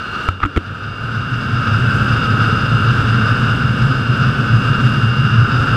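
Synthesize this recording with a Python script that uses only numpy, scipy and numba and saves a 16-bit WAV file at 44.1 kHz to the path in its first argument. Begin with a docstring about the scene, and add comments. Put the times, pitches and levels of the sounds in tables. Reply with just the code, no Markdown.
"""A diesel road miller grinds asphalt near a small camera in a hard case, which a hand sets down on the kerb.
Engine clatter repeats each cycle through the case resonances; pumps and gears whine as wavering tones.
Drum and ground rumble are shaped noise, the boom a restless tone; knocks ring case modes, and a scuff is noise.
Loud knocks push the gain control down, and it creeps back up."""
import sys
import numpy as np
from scipy import signal
from scipy.fft import rfft, irfft
from scipy.io import wavfile
from scipy.ndimage import uniform_filter1d
from numba import njit

SR = 44100
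rng = np.random.default_rng(int(sys.argv[2]) if len(sys.argv) > 2 else 0)


def transcribe(signal):
    """Save signal, clipped to [-1, 1], as a 16-bit WAV file at the path in sys.argv[1]."""
    frames = np.atleast_2d(signal).T
    limited = np.clip(frames, -1, 1)
    pcm = np.round(limited * 32767).astype(np.int16)
    wavfile.write(sys.argv[1], SR, pcm)


N = 254016
T = np.arange(N) / SR

# engine: one cycle is two crank turns
CYCLE_HZ, CYLINDERS, FIRING_DB = 18.465, 8, 0.5
REPEAT_SHARE, MEMORY = 0.61, 0.83  # power share that repeats; part kept from cycle to cycle
ORDERS_DB, RATTLE_DB = -2.5, -19
# levels beside the clatter
RUMBLE_DB, WHINE_BESIDE_DB, GRIT_DB = -2.5, -13, -30
WAVER_DB, PITCH_WAVER_HZ = 2.2, 2.56
# ground rumble in the hand, on the kerb, and its slow growth
GROUND_HELD_DB, GROUND_DOWN_DB, GROUND_RISE_DB_S = -41, -26, 0.61
# the hand lets go; tanh time scale; level changes while it holds the case
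LET_GO_S, GRIP_S = 1.11, 0.3
HAND_RUMBLE_DB, HAND_WHINE_DB = 0.5, 0.5
HAND_TOP_DB, HAND_BASS_DB = -5.5, -3
# knocks: length of the push, decay constant of the crack
PUSH_S, CRACK_S = 0.00032, 0.0019
SCUFF_START_S, SCUFF_TOP_S, SCUFF_END_S = 0.401, 0.437, 0.476
SCUFF_TOP_DB, SCUFF_RISE_DB_S, SCUFF_FALL_DB_S = -17, 520, 300
# boom: slow and quick pitch spread, noise beside the tone, rms throb as a share of the level
BOOM_WANDER_HZ, BOOM_SPREAD_HZ = 4.987, 4.98
BOOM_ROUGH_DB, BOOM_THROB = -2, 0.4
GAIN_TOP_DB, ATTACK_S, RELEASE_DB_S = -1.5, 0.00026, 8.5
TOP_HZ = 15100


def undb(db):
    """dB to gain."""
    return 10 ** (np.asarray(db) / 20)


def unit(x):
    """Scale to rms 1."""
    return x / np.sqrt(np.mean(x ** 2))


def colour(x, points):
    """Shape the spectrum by (frequency [Hz], level [dB]) points, silent outside them; rms 1."""
    hz, db = np.transpose(points)
    log_f = np.log(np.arange(N // 2 + 1) * SR / N + 1)
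    gain = undb(np.interp(log_f, np.log(hz), db, -150, -150))
    return unit(irfft(rfft(x) * gain, N))


def walk(rate_hz):
    """Random levels held 1 / rate_hz seconds and slewed; rms 1."""
    k = int(SR / rate_hz)
    steps = np.repeat(rng.standard_normal(N // k + 1), k)
    return unit(uniform_filter1d(uniform_filter1d(steps, k), k)[:N])


def ring(x, hz, t60_s):
    """One mode: a sine that decays 60 dB in t60_s."""
    pole = np.exp((2j * np.pi * hz - np.log(1000) / t60_s) / SR)
    return signal.lfilter([1], [1, -pole], x).imag


def wavering_tones(tones):
    """Sum of steady sines, each wavering in level and a little in pitch."""
    total = np.zeros(N)
    for hz, db in tones:
        gain = undb(db + WAVER_DB * walk(7))
        cycles = np.cumsum(hz + PITCH_WAVER_HZ * walk(6)) / SR
        total += gain * np.sin(2 * np.pi * cycles + 7 * rng.random())
    return total * np.sqrt(2)


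def clatter(held):
    """Valves and firings repeat their rattle each cycle and slowly forget it; grinding picks never repeat."""
    # case's two lower resonances: (frequency [Hz], density [dB per Hz])
    lower_points = [(410, -36), (700, -19.5), (950, -17.5), (1120, -11.5), (1240, -1), (1390, 2),
                    (1540, -0.5), (1990, -24), (2480, -20), (2700, -14), (2900, -14.5), (2970, -21.5),
                    (3300, -25.5), (4290, -39), (7260, -120)]
    # case's upper resonances: (frequency [Hz], density [dB per Hz])
    upper_points = [(1940, -42), (3300, -7.5), (3690, 0.5), (3970, -8.5), (4260, -6.5), (4360, -12),
                    (4500, -4), (4760, 0.5), (4960, 3.5), (5550, -10), (6500, -16.5), (8450, -47),
                    (14300, -120)]
    # strongest engine orders in the case resonance: (multiple of the cycle [-], level before ORDERS_DB [dB])
    order_levels = [(58, -24), (66, -16), (69, -12), (74, -10), (81, -12), (84, -14)]
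    lag = round(SR / CYCLE_HZ)
    fresh = rng.standard_normal((N // lag + 30, lag))  # one row per cycle
    engine = unit(signal.lfilter([1], [1, -MEMORY], fresh, axis=0).ravel()[-N:])
    engine *= undb(FIRING_DB * np.sin(2 * np.pi * CYLINDERS * CYCLE_HZ * T))
    picks = rng.standard_normal(N) * undb(2.0 * walk(60))
    shaking = np.sqrt(REPEAT_SHARE) * engine + np.sqrt(1 - REPEAT_SHARE) * unit(picks)

    upper = colour(shaking + 0.7 * picks, upper_points)
    top_band = signal.butter(2, [4600, 5600], "bandpass", fs=SR, output="sos")
    top = signal.sosfilt(top_band, upper)
    upper = upper + (undb(HAND_TOP_DB * held) - 1) * top  # the hand damps the highest resonance
    orders = wavering_tones([(k * CYCLE_HZ, db + ORDERS_DB) for k, db in order_levels])
    return colour(shaking, lower_points) + undb(RATTLE_DB) * upper + orders


def grit_hiss():
    """Grit and fan: coloured noise, uneven in level."""
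    # (frequency [Hz], density [dB per Hz])
    hiss_points = [(3410, -30), (5800, -4.5), (6940, -9), (7810, -5), (9160, -14.5), (9960, -12),
                   (11400, -16), (12300, -21.5), (13800, -19.5), (14400, -22), (15000, -31.5)]
    noise = rng.standard_normal(N) * undb(0.67 * walk(60))
    return colour(noise, hiss_points) * undb(GRIT_DB + 0.5 * walk(12))


def drum_rumble(held):
    """Drum in the asphalt, through air and ground; the soft hand keeps ground-borne bass away."""
    # (frequency [Hz], density [dB per Hz])
    rumble_points = [(18, -37), (30, -10), (47, -3.5), (65, -6), (100, -2.5), (200, -6), (300, -13),
                     (470, -13), (750, -24.5), (1000, -23.5)]
    gain = undb(RUMBLE_DB + HAND_RUMBLE_DB * held + 0.61 * walk(4.76))
    rumble = colour(rng.standard_normal(N), rumble_points) * gain
    bass = signal.sosfiltfilt(signal.butter(2, 200, fs=SR, output="sos"), rumble)
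    return rumble + (undb(HAND_BASS_DB * held) - 1) * bass


def ground_rumble(held):
    """Coloured noise through the ground, weak in the hand, stronger on the kerb and slowly growing."""
    # (frequency [Hz], density [dB per Hz])
    ground_points = [(60, -23), (100, -14), (150, 0), (190, -11), (213, 5.5), (235, -3.5), (260, -3),
                     (300, -13.5), (400, -39)]
    down_db = GROUND_DOWN_DB + GROUND_RISE_DB_S * T
    db = GROUND_HELD_DB * held + down_db * (1 - held)
    return colour(rng.standard_normal(N), ground_points) * undb(db)


def whine(held):
    """Pumps and gears: wavering tones; the high gears are clearer while the case faces them."""
    # pump and gear tones: (frequency [Hz])
    tone_hz = [1044, 2089, 2234, 2417, 2611, 2654, 2700, 2749, 2797, 2843, 2939, 2987, 3132, 3224, 3418,
               3655, 4911, 5532]
    # their levels beside the whine: (level [dB])
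    tone_db = [-12.5, -22.5, -15, -23.5, -9, -16, -22, -11.5, 0.5, -17, -20, -12.5, -18, -24.5, -17.5,
               -16.5, -15.5, -30]
    # high gear tones: (frequency [Hz], level before the lift [dB])
    gear_tones = [(4175, -17), (4550, -28)]
    # (time [s], lift [dB])
    gear_lift = [(0, -2), (.1, 5), (.28, 3), (.4, -4)]
    lift = undb(np.interp(T, *np.transpose(gear_lift)))
    tones = wavering_tones(zip(tone_hz, tone_db)) + lift * wavering_tones(gear_tones)
    return tones * undb(WHINE_BESIDE_DB + HAND_WHINE_DB * held)


def knocks():
    """Each knock is a short soft push on the case modes; a dry crack of noise goes with it."""
    # (time [s], sharp level [dB], heavy level [dB], direction [+1 or -1], part struck [name])
    knock_list = [(0.2877, 2.5, -0.5, 1, "corner"), (0.2907, -7, -19, 1, "corner"),
                  (0.403, -12, -26, 1, "edge"), (0.418, -14, -26, 1, "edge"), (0.431, -11, -14, 1, "edge"),
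                  (0.435, -12, -28, 1, "edge"), (0.438, 0, -6.5, -1, "edge"), (0.4514, -5.5, -8, 1, "edge"),
                  (0.459, -12, -11, -1, "lip"), (0.5626, -6.5, -11, -1, "base"),
                  (0.5684, -13, -5.5, 1, "base"), (0.5729, -4.5, -7.5, 1, "base"),
                  (.5760, -9.5, 0, -1, "base"), (0.59, -25, -23, 1, "base")]
    # tick, clack, ringing thud, dead thud, wobble, hollow, two high clicks: (frequency [Hz], t60 [s])
    case_modes = [(1325, 0.02), (2400, 0.01), (92.4, 0.35), (100, 0.026), (290, 0.12), (335, 0.031),
                  (3300, .02), (4460, .015)]
    # drive of each mode by part: thuds, wobble, hollow beside the heavy level, others beside the sharp [dB]
    part_drive = {"corner": (0, -17, -11.5, -1, -25.5, -18, -30, -34),
                  "edge": (0, -15, -28, 3, -9, -15, -24, -36),
                  "base": (-2.5, -8.5, -22, 0, -16, -2, -16, -18),
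                  "lip": (0, -6, -25, -1, -2, -24, -14, -34)}
    blows = np.zeros((len(case_modes), N))
    for s, sharp_db, heavy_db, way, part in knock_list:
        base_db = [sharp_db] * 2 + [heavy_db] * 4 + [sharp_db] * 2
        blows[:, int(s * SR)] = way * undb(np.add(base_db, part_drive[part]))
    push = np.hanning(int(PUSH_S * SR) + 3)
    blows = signal.lfilter(push / push.sum(), [1], blows)
    rings = sum(ring(blow, hz, t60_s) for blow, (hz, t60_s) in zip(blows, case_modes))

    # the clack drive sets the crack envelope
    burst = signal.lfilter([1], [1, -np.exp(-1 / (CRACK_S * SR))], np.abs(blows[1]))
    crack_points = [(300, -13), (2500, 13), (5000, -12.5), (9000, -19.5), (15000, -36)]
    crack = colour(rng.standard_normal(N), crack_points)
    return rings + uniform_filter1d(burst, size=30) * crack


def scuff():
    """Uneven stick and slip of the case on stone: noise that swells and dies away."""
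    # (frequency [Hz], density [dB per Hz])
    scuff_points = [(500, -38), (900, -13), (1250, 11), (1700, 1), (2400, -14), (4000, -25), (8000, -52)]
    rise_db = SCUFF_RISE_DB_S * (T - SCUFF_TOP_S)
    fall_db = SCUFF_FALL_DB_S * (SCUFF_TOP_S - T)
    db = SCUFF_TOP_DB + np.minimum(rise_db, fall_db)
    touching = uniform_filter1d(1.0 * ((T > SCUFF_START_S) & (T < SCUFF_END_S)), size=200)
    slips = rng.standard_normal(N) * undb(5.0 * walk(220.2))
    return touching * undb(db) * colour(slips, scuff_points)


def boom():
    """Low frame and ground resonance shaken by the drum: a restless pitch with rough noise around it."""
    # weak in the hand, strong on the ground: (time [s], pitch [Hz], level [dB])
    boom_course = [(0.619, 104, -31), (.95, 110, -27.5), (1.3, 114, -21), (1.8, 116, -14.5),
                   (2.6, 112, -16.5), (3.3, 120, -15), (3.899, 123, -15), (4.499, 117, -15.5),
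                   (5.4, 118, -13.5), (5.76, 122, -17)]
    s, hz, db = np.transpose(boom_course)
    pitch_hz = np.interp(T, s, hz) + BOOM_WANDER_HZ * walk(9) + BOOM_SPREAD_HZ * walk(30)
    tone = np.sqrt(2) * np.sin(2 * np.pi * np.cumsum(pitch_hz) / SR)
    rough_points = [(60, -27), (90, -6), (118, 3), (150, -2.5), (200, -27.0)]
    rough = colour(rng.standard_normal(N), rough_points)
    throb = walk(26)
    throb = unit(throb - uniform_filter1d(throb, size=SR // 4))  # quick beats, no long swells
    gain = undb(np.interp(T, s, db, -60)) * (1 + BOOM_THROB * throb)
    return gain * unit(tone + undb(BOOM_ROUGH_DB) * rough)


def scene():
    """Most machine layers follow one level; letting go of the case hands it over to the ground."""
    # machine level, with part of the dip and slow recovery heard after the knocks:
    # (time [s], clatter level [dB])
    level_course = [(0, -27), (.15, -25), (.28, -24), (.36, -32.5), (.7, -30.5), (1.0, -27.5), (1.7, -21),
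                    (2.5, -20), (3.3, -19.5), (3.6, -21.5), (5.2, -21.5), (5.76, -20)]
    level = undb(np.interp(T, *np.transpose(level_course)))
    held = 0.5 - 0.5 * np.tanh((T - LET_GO_S) / GRIP_S)  # 1 in the hand, 0 on the kerb
    load = undb(0.56 * walk(10))  # the bite of the drum varies
    grinding = level * (clatter(held) + grit_hiss() + drum_rumble(held))
    machine = load * (grinding + ground_rumble(held)) + level * whine(held) + boom()
    return (machine + knocks() + scuff())[None]


@njit
def ride(x, top, attack, release):
    """Gain falls fast while the output is over the top and climbs back at a steady dB rate."""
    y, g = np.empty(len(x)), 1.
    for i in range(len(x)):
        y[i] = g * x[i]
        if abs(y[i]) > top:
            g *= 1 - attack * (abs(y[i]) / top - 1)
        else:
            g = min(1., g * release)
    return y


def record(dry):
    """Gain control, overload at full scale, and a steep top cut."""
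    ridden = ride(dry[0], undb(GAIN_TOP_DB), 1 / (ATTACK_S * SR), undb(RELEASE_DB_S / SR))
    clipped = np.clip(ridden, -1, 1)
    top_cut = signal.ellip(10, 0.2, 70, TOP_HZ, fs=SR, output="sos")
    return signal.sosfilt(top_cut, clipped)[None]


dry = scene()
out = record(dry)
transcribe(out)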